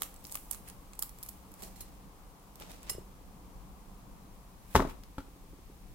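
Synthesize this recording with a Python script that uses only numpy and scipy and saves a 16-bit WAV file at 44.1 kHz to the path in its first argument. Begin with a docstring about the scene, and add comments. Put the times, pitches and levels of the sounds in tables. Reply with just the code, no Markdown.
"""Fingers tear a batter-fried eggplant close to a phone: the crust breaks in sharp snaps over a rustle
of tiny fractures. Crumbs and the piece tick on a china plate, ringing its thin modes, and the piece is
laid down with soft thuds. Then raw eggplants drop on a wooden board, knocking and slapping as they
settle. A room hums below the microphone hiss."""
import sys
import numpy as np
from scipy import signal
from scipy.fft import rfft, irfft
from scipy.io import wavfile
from scipy.ndimage import uniform_filter1d

SR = 44100
rng = np.random.default_rng(int(sys.argv[2]) if len(sys.argv) > 2 else 0)


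def generate_wav(signal):
    """Clip the signal to [-1, 1] and save it as 16-bit WAV at the path in sys.argv[1]."""
    frames = np.transpose(np.atleast_2d(signal))
    scaled = np.clip(frames, -1, 1) * 32767
    pcm = np.round(scaled).astype(np.int16)
    wavfile.write(sys.argv[1], SR, pcm)


N = 261954


def undb(db):
    """Decibels to gain."""
    return 10 ** (np.asarray(db) / 20)


def along(points, hz):
    """Read a curve of (hz, value) points on a log-frequency axis."""
    freqs, values = np.transpose(points)
    return np.interp(np.log(np.maximum(hz, 1)), np.log(freqs), values)


def colour(x, gain):
    """EQ by a gain that is a function of frequency."""
    n = x.shape[-1]
    return irfft(rfft(x) * gain(np.arange(n // 2 + 1) * SR / n), n)


def unit(x):
    """Scale to rms 1."""
    return x / np.sqrt(np.mean(x ** 2))


def add(out, start_s, piece):
    """Mix a stereo piece in at its start time."""
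    i = int(start_s * SR)
    out[:, i:i + piece.shape[1]] += piece[:, :N - i]


def stereo_noise(n, correlation):
    """White noise, partly shared by left and right."""
    shared, apart = rng.standard_normal((2, n))
    return np.array([correlation * shared + np.sqrt(1 - correlation ** 2) * apart, shared])


def pan(db):
    """Left and right gains; positive db leans left."""
    return undb(np.array([[db], [-db]]) / 2)


def fade(t, t60):
    """Exponential decay, 60 dB down at t60."""
    return np.exp(-np.log(1000) * t / np.maximum(t60, .002))


def wander(rate_hz):
    """Slow random drift of rms 1."""
    hold = int(SR / rate_hz)
    steps = np.repeat(rng.standard_normal(N // hold + 1), hold)
    return unit(uniform_filter1d(uniform_filter1d(steps, hold), hold)[:N])


# Tone of the room hum: freq_hz, level_db
HUM_EQ = [(12, -39), (20, 2), (49, 1.5), (81, -11), (124, -10), (155, -13), (190, -4.5), (228, -16.5),
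          (285, -12), (350, -20), (527, -19), (623, -25), (710, -20), (1130, -21), (1700, -38.5),
          (2210, -88), (3740, -120)]
# Stereo image of the hum: freq_hz, left_right_correlation
HUM_CORRELATION = [(60, 0.69), (130, 0.96), (290, 0.85), (640, 0.68), (1400, 0.077)]
# Level of the hum's upper band, which sinks after 4.6 s: time_s, level_db
UPPER_HUM_LEVEL = [(0, -53), (4.6, -53.5), (5.4, -57.5), (5.94, -58)]


def room_hum():
    """Low room noise, nearly mono in the bass; the rumble and the upper band waver separately."""
    t = np.arange(N) / SR
    shared, apart = rng.standard_normal((2, N))
    correlation = lambda f: along(HUM_CORRELATION, f)
    left = colour(shared, correlation) + colour(apart, lambda f: np.sqrt(1 - correlation(f) ** 2))
    hum = colour(np.array([left, shared]), lambda f: undb(along(HUM_EQ, f)))
    hum /= colour(hum, lambda f: (f > 30) & (f < 120)).std()  # the bass sets the level
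    low = colour(hum, lambda f: 1 / (1 + (f / 400) ** 2))
    rumble = low * undb(-55 + 1.5 * wander(rate_hz=5))
    upper_db = np.interp(t, *np.transpose(UPPER_HUM_LEVEL))
    upper = (hum - low) * undb(upper_db + .6 * wander(rate_hz=6))
    return rumble + upper


def flesh(f):
    """Gain of the soft body under the crust: a broad resonance near 2 kHz."""
    bump = np.exp(-(np.log2(np.maximum(f, 1) / 2000) / 1.03) ** 2)
    return bump * (f / 1000) ** 4 / (1 + (f / 1000) ** 4)


# Tone of breaking crust, also used by the cracks and ticks: freq_hz, level_db
CRUST_EQ = [(800, 7), (1500, -16.5), (3000, -13.5), (5000, -6), (8000, -3), (12000, -2.5), (16000, -5)]
# Swells of crumbling; the last two are stems brushing the board:
# peak_s, level_db, t60_s, treble_tilt_db, body_db
RUSTLE_SWELLS = [(0.02, -48, 0.34, 2, -24), (0.255, -68, 0.21, 5, -15), (0.345, -56, 0.52, 19, -22),
                 (0.535, -49.5, 0.16, 10, -11), (0.68, -55.5, 0.14, 7, -3), (1.245, -61.5, 0.49, 11, -11),
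                 (1.633, -44.5, 0.21, 0, -18), (1.8, -58.5, 0.87, 0, -9), (2.619, -57, 0.17, -18, -2),
                 (2.712, -52.5, 0.4, -5, -8), (2.885, -60, 0.32, -14, 3), (2.93, -61, 0.53, 3, -26),
                 (4.745, -57.5, 0.55, 12, -5), (4.9, -56, 0.15, 3, 1.5)]


def crust_rustle():
    """Dense tiny fractures of uneven size, dull or bright by the swell, with the soft body's scrape."""
    t = np.arange(N) / SR
    fractures_per_s, rise_to_fall = 1500, 0.68
    sizes = (rng.random(N) < fractures_per_s / SR) * undb(np.minimum(22 * rng.exponential(size=N), 12))
    energy = signal.lfilter([1], [1, -fade(2 / SR, t60=0.025)], sizes ** 2)  # a short tail on each
    grains = stereo_noise(N, correlation=0.12) * np.sqrt(energy)
    crunch = unit(colour(grains, lambda f: undb(along(CRUST_EQ, f))))
    dull = colour(crunch, lambda f: 1 / (1 + (f / 7000) ** 4))
    bright = crunch - dull
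    body = unit(colour(grains, flesh))

    def blend(tilt_db, body_db):
        return dull * undb(-tilt_db / 2) + bright * undb(tilt_db / 2) + body * undb(body_db)

    pulling = (1 - np.tanh((t - 1.6) / 0.066)) / 2  # a faint bed while the hands pull, until 1.6 s
    out = undb(-71) * blend(tilt_db=11, body_db=-6) * pulling
    for peak_s, level_db, t60, tilt_db, body_db in RUSTLE_SWELLS:
        swell = fade(abs(t - peak_s), np.where(t < peak_s, rise_to_fall * t60, t60))
        out += undb(level_db) * swell * blend(tilt_db, body_db)
    return out * pan(-1.3)


# Snaps of the crust; the last is a dry stem: start_s, level_db, flake_hz, pan_db, body_db
CRACK_CUES = [(0.0207, -25, 12000, -4.5, 0), (0.0332, -31.5, 7050, -1, -5), (0.142, -46.5, 10800, 6, -25),
              (0.163, -49, 7540, -1, -18), (0.2425, -44, 14300, 9, -33), (0.2515, -40.5, 5830, -4, -5),
              (0.269, -42, 12700, -4, -9), (0.281, -52, 12800, 5, -10), (0.2966, -50, 5950, 3, 6),
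              (0.313, -45, 7810, -2, -21), (0.318, -39, 12300, 6, -28), (0.3234, -33, 8340, 0, -32),
              (0.345, -38, 10400, -11, -10), (0.3543, -27, 12100, 0.5, -0.5), (0.373, -44, 12000, 7, 5),
              (0.5106, -40, 10600, -12, -30), (0.5127, -28, 10600, -13.5, -24),
              (0.5263, -36.5, 12800, -8, -15), (0.5324, -40, 9440, -12, -12), (0.547, -43, 10800, -15, -2),
              (0.681, -47.5, 12200, 3, -3), (0.6868, -48, 11400, -21, -25), (0.6996, -42, 9000, -3, -1),
              (0.9342, -47.5, 8100, -2, 4), (0.953, -51.5, 10500, -8, -20), (0.9924, -25.5, 12100, -3, -30),
              (1.0218, -34.5, 15000, -3, -7), (1.0249, -23.5, 13500, -5, -9), (1.0333, -33, 11400, -2, -11),
              (1.0937, -41.5, 11800, -6, -12), (1.187, -46.5, 14700, -2.5, -2),
              (1.2293, -33.5, 11900, -2, -17), (1.234, -38, 12800, -6, -12), (1.263, -43, 11800, 1, -12),
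              (1.288, -35, 12700, 0, -19), (1.291, -35.5, 12600, -9, -30), (1.518, -48, 13000, -6, -7),
              (1.5403, -47.5, 12500, -5, -2), (1.6225, -40.5, 13700, -4, 0), (1.6311, -43.5, 7900, -3, -5),
              (1.636, -45.5, 4220, -9, -15), (2.5569, -44.5, 12800, -6, -4), (2.6, -43, 14000, -4, -3),
              (2.61, -49, 9900, 1, -6), (2.6223, -50, 4160, 2, 14.5), (2.7173, -46, 4170, -9, -15),
              (2.831, -43, 9200, -1, -9), (5.036, -47.5, 5240, 2, 2)]


def crust_cracks():
    """Each fracture is a sharp snap with a ragged trail; it rings the freed flake and the soft body."""
    out, t = np.zeros((2, N)), np.arange(4096) / SR
    lead_s = 256 / SR
    attack = np.exp(np.minimum(t - lead_s, 0) / .0005)
    since_break = np.maximum(t - lead_s, 0)
    snap, trail = fade(since_break, t60=0.0049), undb(-8.5) * fade(since_break, t60=0.034)
    hollow = lambda f: undb(8) * np.exp(-((f - 1200) / 150) ** 2)  # the cavity under the crust
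    low_cut = lambda f: f ** 4 / (f ** 4 + 970.0 ** 4)
    for start_s, level_db, flake_hz, pan_db, body_db in CRACK_CUES:
        burst = stereo_noise(len(t), correlation=0.49) * attack * (snap + trail)
        burst[:, int(lead_s * SR)] += undb(13.5)  # the instant of the break
        peak = lambda f: 0.9 / (1 + ((f - flake_hz) / (0.19 * flake_hz)) ** 2)
        flake = lambda f: undb(along(CRUST_EQ, f)) * (0.31 + peak(f))
        flake_rms = np.sqrt(np.mean(flake(np.linspace(3000, 16000, 50)) ** 2))
        body = lambda f: undb(body_db) * (flesh(f) + hollow(f))
        crack = colour(burst, lambda f: (flake(f) / flake_rms + body(f)) * low_cut(f))
        add(out, start_s - lead_s, crack * undb(level_db) * pan(pan_db))
    return out


# Ring of the china: pitch_hz, rim_level_db, t60_s, middle_change_db
CHINA_MODES = [(1960, -2, 0.021, 2), (2870, -14.5, 0.17, -9), (4170, -23, 0.13, 17.5),
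               (4500, -20, 0.072, 3), (5250, 5, 0.048, -15), (6000, -14, 0.08, 3), (6630, -9, 0.051, -1),
               (7480, -1.5, 0.074, -12), (7530, -18, 0.15, 6), (8070, -7, 0.089, -2), (8460, -15, 0.13, 0),
               (9330, -4, 0.072, -5), (9840, -3, 0.11, -2), (10400, -17, 0.065, 0), (10830, -2, 0.071, 6),
               (11510, -15, 0.1, 4), (12010, -12, 0.13, 7), (12300, -13, 0.08, 13), (13290, -1.5, .07, -12),
               (14290, -14, .07, 8), (14670, -7, .06, -10), (15100, -16, .08, 4)]
# Hits on the plate: hit_s, level_db, pan_db, place (0 rim, 1 middle)
TICK_CUES = [(1.76, -47, -5, 0.9), (1.807, -34, 0, 0.85), (2.8968, -22, -1.5, 0.05)]


def plate_ticks():
    """Hard crust strikes china: a crack, then the round plate's modes, in close pairs that beat."""
    out, t = np.zeros((2, N)), np.arange(SR // 3) / SR
    twin_ratio = 1.0072
    attack = np.minimum(t / 0.0039, 1)
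    for hit_s, level_db, pan_db, place in TICK_CUES:
        ring = 0
        for hz, rim_db, t60, middle_db in CHINA_MODES:
            phase = rng.uniform(0, 2 * np.pi) + 0.83 * rng.standard_normal((2, 1))
            spread_db = 1.4 * rng.standard_normal((2, 1))
            mode = np.sin(2 * np.pi * hz * t + phase)
            twin = 0.66 * np.sin(2 * np.pi * hz * twin_ratio * t + 2 * phase)
            ring += undb(rim_db + place * middle_db + spread_db) * fade(t, t60) * (mode + twin)
        noise = stereo_noise(len(t), correlation=0.067)
        crack = colour(noise, lambda f: undb(0.23 * along(CRUST_EQ, f))) * fade(t, t60=0.025)
        tick = (undb(-10.5) * ring + undb(1.5) * crack) * attack
        add(out, hit_s - .002, tick * undb(level_db) * pan(pan_db))
    return out


# Low ring of the plate on the table: pitch_hz, level_db, t60_s
THUD_MODES = [(54.7, -2, 0.14), (104, 0, 0.093), (385, 6, 0.031), (440, 3, 0.017)]
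# The piece is laid down: start_s, level_db, bass_boost_db
THUD_CUES = [(2.913, -50.5, 5.5), (2.949, -45.5, 4), (2.982, -38.5, -2)]


def plate_thuds():
    """The piece lands softly and stirs only the low modes of the plate on the table."""
    out, t = np.zeros((2, N)), np.arange(SR // 3) / SR
    attack = np.minimum(t / 0.0013, 1)
    for start_s, level_db, bass_db in THUD_CUES:
        thud = sum(undb(mode_db + bass_db * (hz < 200)) * np.sin(2 * np.pi * hz * t) * fade(t, t60)
                   for hz, mode_db, t60 in THUD_MODES)
        add(out, start_s, -undb(level_db) * thud * attack * pan(0))
    return out


# Ring of the board and table; the lowest mode is a deep shudder of the camera stand:
# pitch_hz, level_db, t60_s, half_waves_across
KNOCK_MODES = [(32.8, -17.5, 0.45, 1.5), (77, 1.5, 0.11, 2.5), (116, -24, 0.075, 2.5), (140, -5, 0.1, 2),
               (201, 1.5, 0.036, 2.5), (270.3, 3, 0.15, 2.5), (373.7, -11.5, 0.16, 6),
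               (421, -2.5, 0.053, 4), (532, 0, 0.05, 2.5), (686, -3.5, 0.022, 4), (851, 2.5, 0.027, 4.5),
               (990, -12, 0.032, 6), (1120, -6.5, 0.037, 8), (1254, -1.5, 0.022, 8.5),
               (1360, -11, 0.024, 2.5), (1730, -9, 0.02, 8), (2310, -18, 0.022, 6)]
# Eggplants land and settle:
# start_s, level_db, contact_s, slap_db, place (0 to 1 across), signed_pulse_gain, fruit_hz, fruit_db
DROP_CUES = [(4.7492, -11.5, 0.0013, -9, 0.15, -0.66, 480, -26),
             (4.7537, -8.5, 0.00049, -2.5, 0.24, -0.98, 955, -9),
             (4.7613, -8.5, 0.00066, -2.5, 0.64, 0.38, 869, 0),
             (4.7787, -24, 0.00093, -24, 0.27, -0.47, 603, -14),
             (4.795, -15.5, 0.00074, -15, 0.66, 0.38, 1086, 2),
             (4.803, -12.5, 0.0005, -17, 0.2, 0.9, 870, -5.5),
             (4.8203, -23, 0.0011, -6.5, 0.17, -0.95, 614, 3),
             (4.8232, -29.5, 0.00067, -20, 0.32, 0.95, 1180, 6),
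             (4.85, -20, 0.0014, -17, 0.21, 0.73, 620, -6),
             (4.873, -28, 0.0015, -11, 0.13, 0.094, 596, -13),
             (5.182, -29.5, 0.00065, -3.5, 0.88, 0.56, 1330, -0.5),
             (5.2031, -44, 0.00032, 1, 0.8, 0.73, 1420, 1.5),
             (5.281, -44.5, 0.002, -30, 0.25, 0.1, 357, 5.5),
             (5.36, -49, 0.002, -30, 0.24, -0.12, 350, 6.5), (5.44, -49, 0.0017, -30, 0.23, 0.28, 400, 7),
             (5.53, -42.5, 0.0013, -30, 0.29, 0.1, 330, 1.5),
             (5.586, -43, 0.0025, -30, 0.3, 0.84, 394, 7.5), (5.698, -48, 0.0018, -28, 0.2, 0.28, 370, 9.5)]


def eggplant_drops():
    """A half-sine push sends out a pulse and rings board, stand and fruit; the skin slaps with a hiss."""
    out, t = np.zeros((2, N)), np.arange(SR // 2) / SR
    low_cut = signal.butter(2, 80, "high", fs=SR, output="sos")  # a small contact radiates no deep bass
    skin_eq = lambda f: (f / 1500) / (1 + (f / 1500) ** 2.1)
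    for start_s, level_db, contact_s, slap_db, place, pulse_gain, fruit_hz, fruit_db in DROP_CUES:
        modes = sum(undb(db) * np.cos(np.pi * waves * place) * np.sin(2 * np.pi * hz * t) * fade(t, t60)
                    for hz, db, t60, waves in KNOCK_MODES)
        fruit = np.sin(2 * np.pi * fruit_hz * t) * fade(t, t60=0.022)
        ring = undb(-7) * modes + undb(fruit_db) * fruit
        push = np.sin(np.pi * np.clip(t / contact_s, 0, 1))
        knock = -signal.fftconvolve(ring, push[:400] / push.sum())[:len(t)]  # longer contact is duller
        pulse = pulse_gain * signal.sosfilt(low_cut, push)
        slap = colour(stereo_noise(len(t), correlation=0.63), skin_eq) * fade(t, t60=0.058)
        add(out, start_s, undb(level_db) * (pulse + knock + undb(slap_db) * slap))
    return out


def in_room(source, left_lag_s, reverb_db, t60=0.37):
    """Direct sound, later at the left port, plus a diffuse tail, thin in the bass and dulling away."""
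    t = np.arange(SR // 2) / SR
    noise = colour(stereo_noise(len(t), correlation=0.27), lambda f: f / (f + 400))
    noise *= t > .004  # pre-delay
    lows = colour(noise, lambda f: 1 / (1 + (f / 2500) ** 2))
    tail = lows * fade(t, t60) + undb(1.5) * (noise - lows) * fade(t, 0.65 * t60)
    tail /= np.sqrt(np.sum(tail ** 2, axis=1, keepdims=True))
    reverb = signal.fftconvolve(source.mean(0, keepdims=True), tail, axes=1)[:, :N]
    left = colour(source[0], lambda f: np.exp(-2j * np.pi * f * left_lag_s))
    return np.array([left, source[1]]) + undb(reverb_db) * reverb


def scene():
    """The fried piece and its plate, then the raw eggplants, all in one humming room."""
    food = crust_cracks() + crust_rustle() + plate_ticks() + plate_thuds()
    drops = eggplant_drops()
    return (in_room(food, left_lag_s=0.0002635, reverb_db=-9.5)
            + in_room(drops, left_lag_s=0.00008, reverb_db=-8.5) + room_hum())


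# Tone of the left microphone port against the right: freq_hz, left_minus_right_db
PORT_EQ = [(200, 0), (400, 1), (700, 5), (1300, 7.5), (2400, 3), (4000, -3), (8000, -5.5), (12000, 1)]
# Tone of the capsule hiss: freq_hz, level_db
HISS_EQ = [(940, -9.5), (1600, -1), (2400, -0.5), (2880, -2.5), (4490, -4), (14500, -4.5), (16000, -7)]


def record(dry):
    """Each microphone port has its own colour and each capsule hisses; the top is cut steeply."""
    port = lambda f: undb(along(PORT_EQ, f) / 2)
    heard = np.array([colour(dry[0], port), colour(dry[1], lambda f: 1 / port(f))])
    hiss = unit(colour(rng.standard_normal(dry.shape), lambda f: undb(along(HISS_EQ, f))))
    high_cut = signal.ellip(10, .2, 70, 15900, fs=SR, output="sos")
    return signal.sosfilt(high_cut, heard + undb(-63.5) * hiss)


dry = scene()
out = record(dry)
generate_wav(out)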